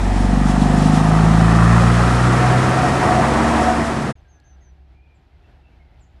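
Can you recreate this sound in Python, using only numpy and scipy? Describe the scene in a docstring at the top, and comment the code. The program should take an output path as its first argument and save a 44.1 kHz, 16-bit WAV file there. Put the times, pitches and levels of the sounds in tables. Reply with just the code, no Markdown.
"""A throbbing, knocking diesel exhaust accelerates past: a two-engined railcar, metres from a platform. Rolling
wheels, their ringing and the second engine follow; then the scene cuts, with a faint click, to a quiet
lineside. There a distant drone, rustles, ticks and two birds are heard. Exhausts are harmonics of the firing
cycle, knocks are rings struck once a firing, wheels and drone are wandering resonances, rails and air are
coloured noise, birds are gliding whistles."""
import sys
import numpy as np
from scipy import signal
from scipy.fft import rfft, irfft
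from scipy.io import wavfile
from scipy.ndimage import uniform_filter1d, minimum_filter1d, map_coordinates

SR = 44100
rng = np.random.default_rng(int(sys.argv[2]) if len(sys.argv) > 2 else 0)


def output_pcm(signal):
    """Save a mono or channel-first signal as 16-bit PCM at the path in sys.argv[1].

    Samples are clipped to [-1, 1] before scaling.
    """
    pcm = np.clip(np.atleast_2d(signal).T, -1, 1) * 32767
    wavfile.write(sys.argv[1], SR, np.round(pcm).astype(np.int16))


N = 273420
TIME = np.arange(N) / SR
PLATFORM_END_S, LINESIDE_START_S = 4.127, 4.153
TOP_HZ = 14300

# Lineside air and rustle spectra: (frequency [Hz], relative density [dB per Hz])
AIR_COLOUR = [(22, -2), (45, 22), (70, 17), (95, 16.5), (200, 2), (320, 0), (520, -5.5), (760, 0.5),
              (1130, -11.5), (1400, -8.5), (2900, -14), (4400, -20), (8000, -35.5), (14000, -39)]
RUSTLE_COLOUR = [(90, -12), (160, 3), (320, 1), (520, -5), (760, -3), (1100, -14), (1400, -7), (3000, -22),
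                 (6000, -36)]
# Mean levels of the air and the distant drone: (time [s], level [dB])
AIR_LEVEL = [(4.33, -52), (4.6, -53.5), (5.1, -55), (5.55, -51.5), (5.8, -52)]
DRONE_LEVEL = [(4.3, -52), (4.41, -61), (4.53, -50), (4.85, -46.5), (5.3, -54.5), (6.2, -51.5)]
# Drone resonances: (frequency [Hz], width [Hz], relative level [dB])
DRONE_MODES = [(68, 2.4, 2.5), (58.5, 3, -7), (154, 10, -13.5), (314, 21, -23), (373, 25, -22),
               (716, 49, -25.5)]
# Soft stirrings of the air: (time [s], half-length [s], level [dB])
RUSTLES = [(4.355, .025, -63), (5.496, .028, -59), (5.6, .025, -64.5), (5.72, .03, -64)]
# Dry ticks, the first a faint click just as the scene cuts: (time [s], level before the gain in ticks() [dB],
# brightest frequency [Hz])
TICKS = [(4.1596, -69.5, 2580), (4.4002, -50, 4450), (5.9948, -53, 2700)]
# Small bird's thin falling notes and short chips, farther bird's fluted notes:
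# (time [s], length [s], start before scoop [Hz], end before scoop [Hz], level [dB])
THIN_NOTES = [(4.15, 0.059, 6960, 6120, -76), (4.28, 0.11, 6660, 6100, -66), (4.438, 0.12, 6500, 6040, -64),
              (4.605, 0.11, 6720, 5940, -66.5)]
CHIPS = [(5.145, 0.033, 7800, 6620, -77), (6.002, .046, 7850, 5900, -67), (6.05, 0.027, 7350, 6770, -77)]
FLUTE_NOTES = [(4.24, 0.058, 1665, 1570, -67), (4.34, 0.18, 1714, 1630, -69),
               (4.515, 0.038, 1370, 1337, -69), (4.555, .035, 1623, 1594, -73.5),
               (4.61, 0.041, 1990, 1890, -70), (4.655, 0.037, 1650, 1620, -70),
               (4.91, .05, 2160, 2220, -75.5), (4.93, 0.17, 2300, 2490, -70),
               (5.06, 0.087, 2440, 2390, -69), (5.315, 0.052, 2120, 2096, -71),
               (5.435, 0.038, 2690, 2630, -69), (5.63, 0.064, 2670, 2680, -70.5),
               (5.715, 0.037, 2340, 2250, -71.5), (5.795, 0.04, 2180, 2155, -64),
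               (5.86, 0.092, 2080, 2060, -71)]

# Rolling, rails under each bogie, clatter, hiss, knock: (frequency [Hz], relative density [dB per Hz])
ROLL_COLOUR = [(22, -25.5), (40, -2), (65, -1), (90, 4), (150, 7.5), (260, 5), (340, 6), (430, 0.5),
               (600, 0), (800, -5.5), (1200, -23)]
FRONT_RAIL_COLOUR = [(500, -20.5), (720, 8.5), (900, 8.5), (1030, -2), (1250, -7), (1800, -43)]
REAR_RAIL_COLOUR = [(400, -20.5), (525, 1), (580, -6.5), (660, 3.5), (810, 0), (940, 3), (1030, -1),
                    (1140, 2.5), (1300, -8), (1800, -38.5)]
CLATTER_COLOUR = [(1000, -29), (1500, 2), (1900, 2), (2200, -4.5), (2550, -4.5), (3100, -17), (4500, -45)]
HISS_COLOUR = [(1800, -13), (3000, 1.5), (4200, -1.5), (4900, -3), (5350, -1), (5800, -3.5), (8500, -5),
               (10000, -8.5), (11000, -15), (12000, -25.5), (14000, -40)]
KNOCK_COLOUR = [(700, -20.5), (1000, -1), (1150, -1), (1320, 4), (1480, -6), (2000, -21), (3500, -49)]
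# Ringing wheel modes: (frequency [Hz], width [Hz], relative level [dB])
WHEEL_MODES = [(736, 16, -2.5), (691, 26, -5)]
# Brief singing of the wheels: (time [s], half-length [s], upper mode [dB], lower mode [dB])
SQUEALS = [(2.438, 0.026, -20, -40), (2.53, .035, -26, -27.5), (2.79, 0.02, -22.5, -42),
           (2.855, 0.021, -21.5, -40), (2.93, 0.014, -25.5, -36), (3.028, 0.011, -22, -36),
           (3.113, .028, -17.5, -33), (3.187, 0.026, -18.5, -22.5), (3.5, .02, -28, -27),
           (3.608, 0.019, -21, -22), (3.699, 0.033, -19.5, -23.5), (3.84, 0.041, -36, -27)]
# Hissing scrapes of steel on steel: (time [s], half-length [s], level [dB])
SCRAPES = [(0.204, 0.048, -43), (0.493, 0.024, -36), (.62, .03, -37.5), (0.83, 0.062, -36),
           (0.959, 0.032, -35), (1.81, 0.031, -37), (3.62, 0.028, -37), (3.864, 0.016, -34)]
# Leading and second engine: (time [s], firing rate [Hz])
FRONT_FIRING = [(0, 45.75), (0.11, 46.9), (0.52, 48.82), (1.37, 54.97), (1.94, 58.75), (2.57, 63.28),
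                (3.05, 66.04), (3.35, 67.76), (3.65, 69.14), (3.9, 69.9), (4.12, 66.6)]
REAR_FIRING = [(2.7, 71.56), (3.5, 76.8), (3.83, 77), (4.1, 72.9)]
# Engine rattle, rising as it gathers speed: (time [s], centre [Hz])
RATTLE_PITCH = [(.7, 1079), (1.3, 1187), (1.9, 1294), (2.6, 1343)]
# Engine block modes rung by combustion: (frequency [Hz], relative level [dB])
BLOCK_MODES = [(1040, -4), (1180, 1), (1320, -1.5), (1560, -8.5), (1880, -5.5), (2500, -14.5)]
# Exhaust boom along the platform: (time [s], firing tone [dB], octave [dB])
BOOM = [(0, -17.5, -25), (.25, -16, -23), (.55, -18, -37), (.75, -19.5, -26), (.95, -22.5, -28),
        (1.35, -18, -19.5), (1.72, -18, -13), (2.1, -19.5, -17), (2.45, -27, -15.5), (2.72, -32, -18),
        (3.05, -28, -27.5), (3.35, -25, -24), (3.62, -25, -42), (4.1, -29.5, -25)]

# Pass-by of each source: abreast time, level there, rise and fall time scales, sideways beaming exponent
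ROLL_PASS = dict(at_s=3.16, db=-19.5, rise_s=1.48, fall_s=0.66)
FRONT_BOGIE_PASS = dict(at_s=1.16, db=-27, rise_s=0.71, fall_s=0.98)
REAR_BOGIE_PASS = dict(at_s=3.45, db=-21, rise_s=0.64, fall_s=0.37)
CLATTER_PASS = dict(at_s=2.83, db=-27, rise_s=1.0, fall_s=1.9)
HISS_PASS = dict(at_s=2.22, db=-33.5, rise_s=1.17, fall_s=3.7)
RING_PASS = dict(at_s=0.9, db=-28.5, rise_s=0.8, fall_s=1.45, beam=2.4)
SING_PASS = dict(at_s=3.2, db=-29.5, rise_s=1.24, fall_s=0.9, beam=2.6)
REAR_PASS = dict(at_s=3.494, db=-21.5, rise_s=0.33, fall_s=0.56, beam=2.45)
REAR_HUM_PASS = dict(at_s=3.45, db=-27.5, rise_s=0.25, fall_s=0.43, beam=2.7)
BEAT_PASS = dict(at_s=1.77, db=-23.8, rise_s=1.0, fall_s=1.0, beam=2.65)
RATTLE_PASS = dict(at_s=2.05, db=-30, rise_s=0.6, fall_s=0.4, beam=2.2)
KNOCK_PASS = dict(at_s=2.74, db=-26.3, rise_s=0.55, fall_s=1.7)
HUM_PASS = dict(at_s=1.8, db=-25.5, rise_s=0.51, fall_s=0.48, beam=2.2)
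THROB_PASS = dict(at_s=1.5, db=-7, rise_s=2.3, fall_s=1.5, beam=2.2)
BARK_PASS = dict(at_s=0.73, db=-15, rise_s=0.83, fall_s=0.52, beam=2.3)

SING_HIGH_HZ, SING_LOW_HZ, SING_LOW_REL_DB = 732.6, 667, -6
PIPE_HZ, PIPE_WIDTH_HZ = 163, 31
TAIL_S, TAIL_DB_PER_S = 3.645, 13


def undb(db):
    """Decibels to gain."""
    return 10 ** (np.asarray(db) / 20)


def unit(x):
    """Scale to rms 1."""
    return x / np.sqrt(np.mean(x ** 2))


def curves(table):
    """Table columns as signals, linear in time."""
    s, *columns = np.transpose(table)
    return [np.interp(TIME, s, column) for column in columns]


def walk(rate_per_s):
    """Smooth random wander of rms 1, about rate_per_s changes a second."""
    points = rng.standard_normal(4096)
    return unit(map_coordinates(points, [TIME * rate_per_s], order=3, mode="wrap"))


def noise(colour):
    """Gaussian noise of rms 1, its spectrum shaped by (frequency [Hz], density [dB])."""
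    hz, db = np.transpose(colour)
    f_hz = np.arange(N // 2 + 1) * SR / N
    shape = undb(np.interp(np.log(f_hz + 1), np.log(hz), db))
    low_cut = f_hz > hz[0] / 2
    high_rolloff = 1 + (f_hz / hz[-1] / 2) ** 2
    return unit(irfft(rfft(rng.standard_normal(N)) * shape * low_cut / high_rolloff, N))


def ringing(modes):
    """Randomly pushed resonances, rms 1 in sum: each wanders in phase and a little in strength."""
    out = 0
    for hz, width_hz, db in modes:
        swing = walk(2 * width_hz) + 1j * walk(2 * width_hz)
        swing = swing / (np.abs(swing) + 0.32)  # evens out the strength
        phase = 2 * np.pi * np.cumsum(hz * np.ones(N)) / SR
        out = out + undb(db) * unit(np.real(swing * np.exp(1j * phase)))
    return unit(out)


def passing(at_s, db, rise_s, fall_s, beam=1):
    """Gain of a source going by: one over its distance, steeper if it beams sideways."""
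    along = (TIME - at_s) / np.where(TIME < at_s, rise_s, fall_s)
    return undb(db) / np.hypot(1, along) ** beam


def with_flares(gain, flares):
    """Gain joined in power by Gaussian flares (time [s], half-length [s], level [dB])."""
    power = gain ** 2
    for s, half_s, db in flares:
        flare = undb(db) * np.exp(-((TIME - s) / half_s) ** 2 / 2)
        power = power + flare ** 2
    return np.sqrt(power)


def air():
    """Still country air: coloured noise, gently wandering in level."""
    return undb(curves(AIR_LEVEL)[0] + 1.1 * walk(14)) * noise(AIR_COLOUR)


def rustles():
    """Air stirring softly: brief swells of noise."""
    return with_flares(0, RUSTLES) * noise(RUSTLE_COLOUR)


def drone():
    """Far-off drone: randomly pushed resonances."""
    return undb(curves(DRONE_LEVEL)[0] + 1.3 * walk(18)) * ringing(DRONE_MODES)


def ticks(decay_s=0.002, gain_db=-7):
    """Tiny snaps: decaying noise bursts, each with its own brightness."""
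    out = 0
    for s, db, hz in TICKS:
        envelope = (TIME >= s) * np.exp(-np.abs(TIME - s) / decay_s)
        colour = [(0.6 * hz, -20), (hz, 0), (1.5 * hz, -9), (3 * hz, -26)]
        out = out + undb(db + gain_db) * envelope * noise(colour)
    return out


def bird(notes, scoop, waver, echo_db, echo_t60_s, bend=2):
    """Whistles that scoop up, then settle (bend > 1) or dive (bend < 1), scattered back by the trees."""
    song, wobble = np.zeros(N), 1 + waver * walk(300)
    for s, length_s, start_hz, end_hz, db in notes:
        along = np.clip((TIME - s) / length_s, 0, 1)
        glide_hz = end_hz + (start_hz - end_hz) * (1 - along) ** bend
        hz = glide_hz * (1 - scoop * np.exp(-along / 0.054))
        swell = np.sqrt(4 * along * (1 - along))
        song += swell * undb(db) * np.sqrt(2) * np.sin(2 * np.pi * np.cumsum(hz * wobble) / SR)
    trees = rng.standard_normal(N) * undb(-60 * TIME / echo_t60_s)
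    echo = signal.fftconvolve(song, trees / np.linalg.norm(trees))[:N]
    return song + undb(echo_db) * echo


def lineside():
    """Still air, rustles, ticks, a far-off drone and two birds."""
    thin = bird(THIN_NOTES, scoop=0.14, waver=0.005, echo_db=-17, echo_t60_s=0.3)
    chips = bird(CHIPS, scoop=0.06, waver=0.012, echo_db=-7, echo_t60_s=0.35, bend=0.6)
    flute = bird(FLUTE_NOTES, scoop=0.03, waver=0.018, echo_db=-2, echo_t60_s=0.55)
    return air() + rustles() + drone() + ticks() + thin + chips + flute


def rolling():
    """Wheels rolling: low coloured noise, unsteady in level."""
    return passing(**ROLL_PASS) * undb(1.0 * walk(25.03)) * noise(ROLL_COLOUR)


def rails(shake):
    """Two bogies roaring on the rails: a noise band each, shaken at the firing rate."""
    front = passing(**FRONT_BOGIE_PASS) * noise(FRONT_RAIL_COLOUR)
    rear = passing(**REAR_BOGIE_PASS) * noise(REAR_RAIL_COLOUR)
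    return (1 + 0.07 * shake) * (front + rear) * undb(0.8 * walk(40))


def clatter(shake):
    """Running-gear clatter: a noise band shaken at the firing rate."""
    return (1 + 0.092 * shake) * passing(**CLATTER_PASS) * noise(CLATTER_COLOUR)


def hiss():
    """Steady high hiss, flaring in scrapes of steel on steel."""
    return with_flares(passing(**HISS_PASS), SCRAPES) * undb(0.5 * walk(70)) * noise(HISS_COLOUR)


def squeals(waver_rad=0.52, flutter_db=2.15):
    """A slipping wheel sings two nearly pure tones, which flare as the flange bites."""
    s, half_s, high_db, low_db = np.transpose(SQUEALS)
    steady = passing(**SING_PASS)
    modes = [(SING_HIGH_HZ, steady, high_db), (SING_LOW_HZ, steady * undb(SING_LOW_REL_DB), low_db)]
    out = 0
    for hz, gain, db in modes:
        level = with_flares(gain, zip(s, half_s, db)) * undb(flutter_db * walk(40))
        out = out + level * np.sin(2 * np.pi * hz * TIME + waver_rad * walk(30))
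    return np.sqrt(2) * out


def wheels():
    """Wheels: randomly pushed modes, plus squeals."""
    return passing(**RING_PASS) * ringing(WHEEL_MODES) + squeals()


def firings(hz, jitter_cycles, start=0):
    """Running count of firings; each comes slightly early or late."""
    return start + np.cumsum(hz) / SR + jitter_cycles * walk(60)


def harmonic(cycle, hz, order, silencer_hz=142, width_hz=62):
    """One partial of the exhaust pulse, rms 1, delayed in phase by the silencer's resonance."""
    lag_rad = np.arctan2(order * hz * width_hz, silencer_hz ** 2 - (order * hz) ** 2)
    return -np.sqrt(2) * np.cos(2 * np.pi * order * cycle - lag_rad)


def piped(cycle, hz, order):
    """A partial through the tailpipe's resonance: loudest at its centre, lagging more above it."""
    detune = 2 * (order * hz - PIPE_HZ) / PIPE_WIDTH_HZ
    lag_cycles = np.arctan(detune) / (2 * np.pi * order)
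    return harmonic(cycle - lag_cycles, hz, order=order) / (1 + detune ** 2)


def rear_exhaust():
    """Second engine's third and fourth harmonics emerge as the tail of the car goes by."""
    hz = curves(REAR_FIRING)[0]
    cycle = firings(hz, jitter_cycles=0.0018)
    main = passing(**REAR_PASS) * harmonic(cycle, hz, order=3)
    return main + passing(**REAR_HUM_PASS) * harmonic(cycle, hz, order=4)


def block_knocks(cycle, lead_cycles=0.6, attack_s=0.00087, decay_s=0.0079, weak_db=-3,
                 scatter_db=1.4, detune=0.039, uneven_db=1.2):
    """Each combustion rings the block ahead of its exhaust pulse; alternate blows weak, none alike."""
    count, part = np.divmod(cycle + lead_cycles, 1)
    count, age_s = count.astype(int), part / curves(FRONT_FIRING)[0]
    out = 0
    for hz, db in BLOCK_MODES:
        size, pitch, phase = rng.standard_normal((count[-1] + 1, 3))[count].T
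        tone = np.sin(2 * np.pi * (hz * (1 + detune * pitch) * age_s + phase))
        out = out + undb(db + scatter_db * size) * tone
    envelope = (1 - np.exp(-age_s / attack_s)) * np.exp(-age_s / decay_s)
    envelope = envelope * np.minimum(10 * (1 - part), 1)  # closes before the next blow
    return unit(out * undb(weak_db * (count % 2) + uneven_db * walk(24)) * envelope)


def engine_knock(cycle):
    """Combustion knocks, a rattle of rising pitch and a knocking-band noise."""
    rattle = ringing([(curves(RATTLE_PITCH)[0], 130, 0)])
    return (passing(**BEAT_PASS) * block_knocks(cycle) + passing(**RATTLE_PASS) * rattle
            + passing(**KNOCK_PASS) * noise(KNOCK_COLOUR))


def bark(cycle, lead_cycles=0.095, weak_db=-11, scatter_db=1.5, low_hz=172, high_hz=268, order=3):
    """Each firing kicks the tailpipe into a short ring, harder under load; alternate kicks are weak."""
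    count = np.floor(cycle + lead_cycles)
    kicks = np.diff(count, prepend=count[0]) * undb(weak_db * (count % 2) + scatter_db * walk(51))
    pipe = signal.butter(order, [low_hz, high_hz], "bandpass", fs=SR, output="sos")
    load_db = np.interp(TIME, [0.232, 0.282], [-3.5, 0])
    return -undb(load_db) * unit(signal.sosfilt(pipe, kicks))


def front_exhaust(cycle, half_db=-16):
    """Boom, throb climbing through the pipe's resonance, hum and bark; firings alternate in strength."""
    hz = curves(FRONT_FIRING)[0]
    tone_db, octave_db = curves(BOOM)
    limp = np.cos(np.pi * cycle)
    boom = undb(tone_db) * harmonic(cycle, hz, order=1) + undb(octave_db) * harmonic(cycle, hz, order=2)
    boom = boom * (1 + 0.042 * limp)
    throb = piped(cycle, hz, order=3) * (1 + 0.076 * limp + 0.015 * walk(46))
    throb = throb + undb(half_db) * piped(cycle, hz, order=2.5)
    load_db = np.interp(TIME, [0.11, 0.33], [-21.75, -7.25])  # hardens as the engine takes up the load
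    hum = harmonic(cycle, hz, order=4) * (1 + 0.25 * walk(25))
    return (boom + passing(**HUM_PASS) * hum + passing(**THROB_PASS) * undb(load_db) * throb
            + passing(**BARK_PASS) * bark(cycle))


def railcar():
    """Exhausts, knock in time with the firings, and wheels on rails; most die away behind the tail."""
    cycle = firings(curves(FRONT_FIRING)[0], jitter_cycles=0.0052, start=0.4934)
    shake = np.cos(2 * np.pi * cycle)
    jolts = undb(0.6 * walk(36))  # uneven track
    running_gear = jolts * (clatter(shake) + rails(shake))
    tail = undb(-TAIL_DB_PER_S * np.maximum(TIME - TAIL_S, 0))
    fading = tail * (running_gear + hiss() + engine_knock(cycle) + front_exhaust(cycle))
    return rolling() + wheels() + rear_exhaust() + fading


def scene():
    """The platform fades out quickly; after an instant of silence the lineside follows."""
    platform = np.clip((PLATFORM_END_S - TIME) / 0.02, 0, 1)
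    country = np.clip((TIME - LINESIDE_START_S) / 0.0038, 0, 1)
    return (country * lineside() + platform * railcar())[None]


def record(dry, ceiling=0.97):
    """A limiter eases down the loudest peaks, then a steep low-pass cuts the top."""
    allowed = ceiling / np.maximum(np.abs(dry), ceiling)
    gain = uniform_filter1d(minimum_filter1d(allowed, size=441), size=441)  # 10 ms windows
    low_pass = signal.ellip(8, 0.2, 70, TOP_HZ, fs=SR, output="sos")
    return signal.sosfilt(low_pass, gain * dry)


dry = scene()
out = record(dry)
output_pcm(out)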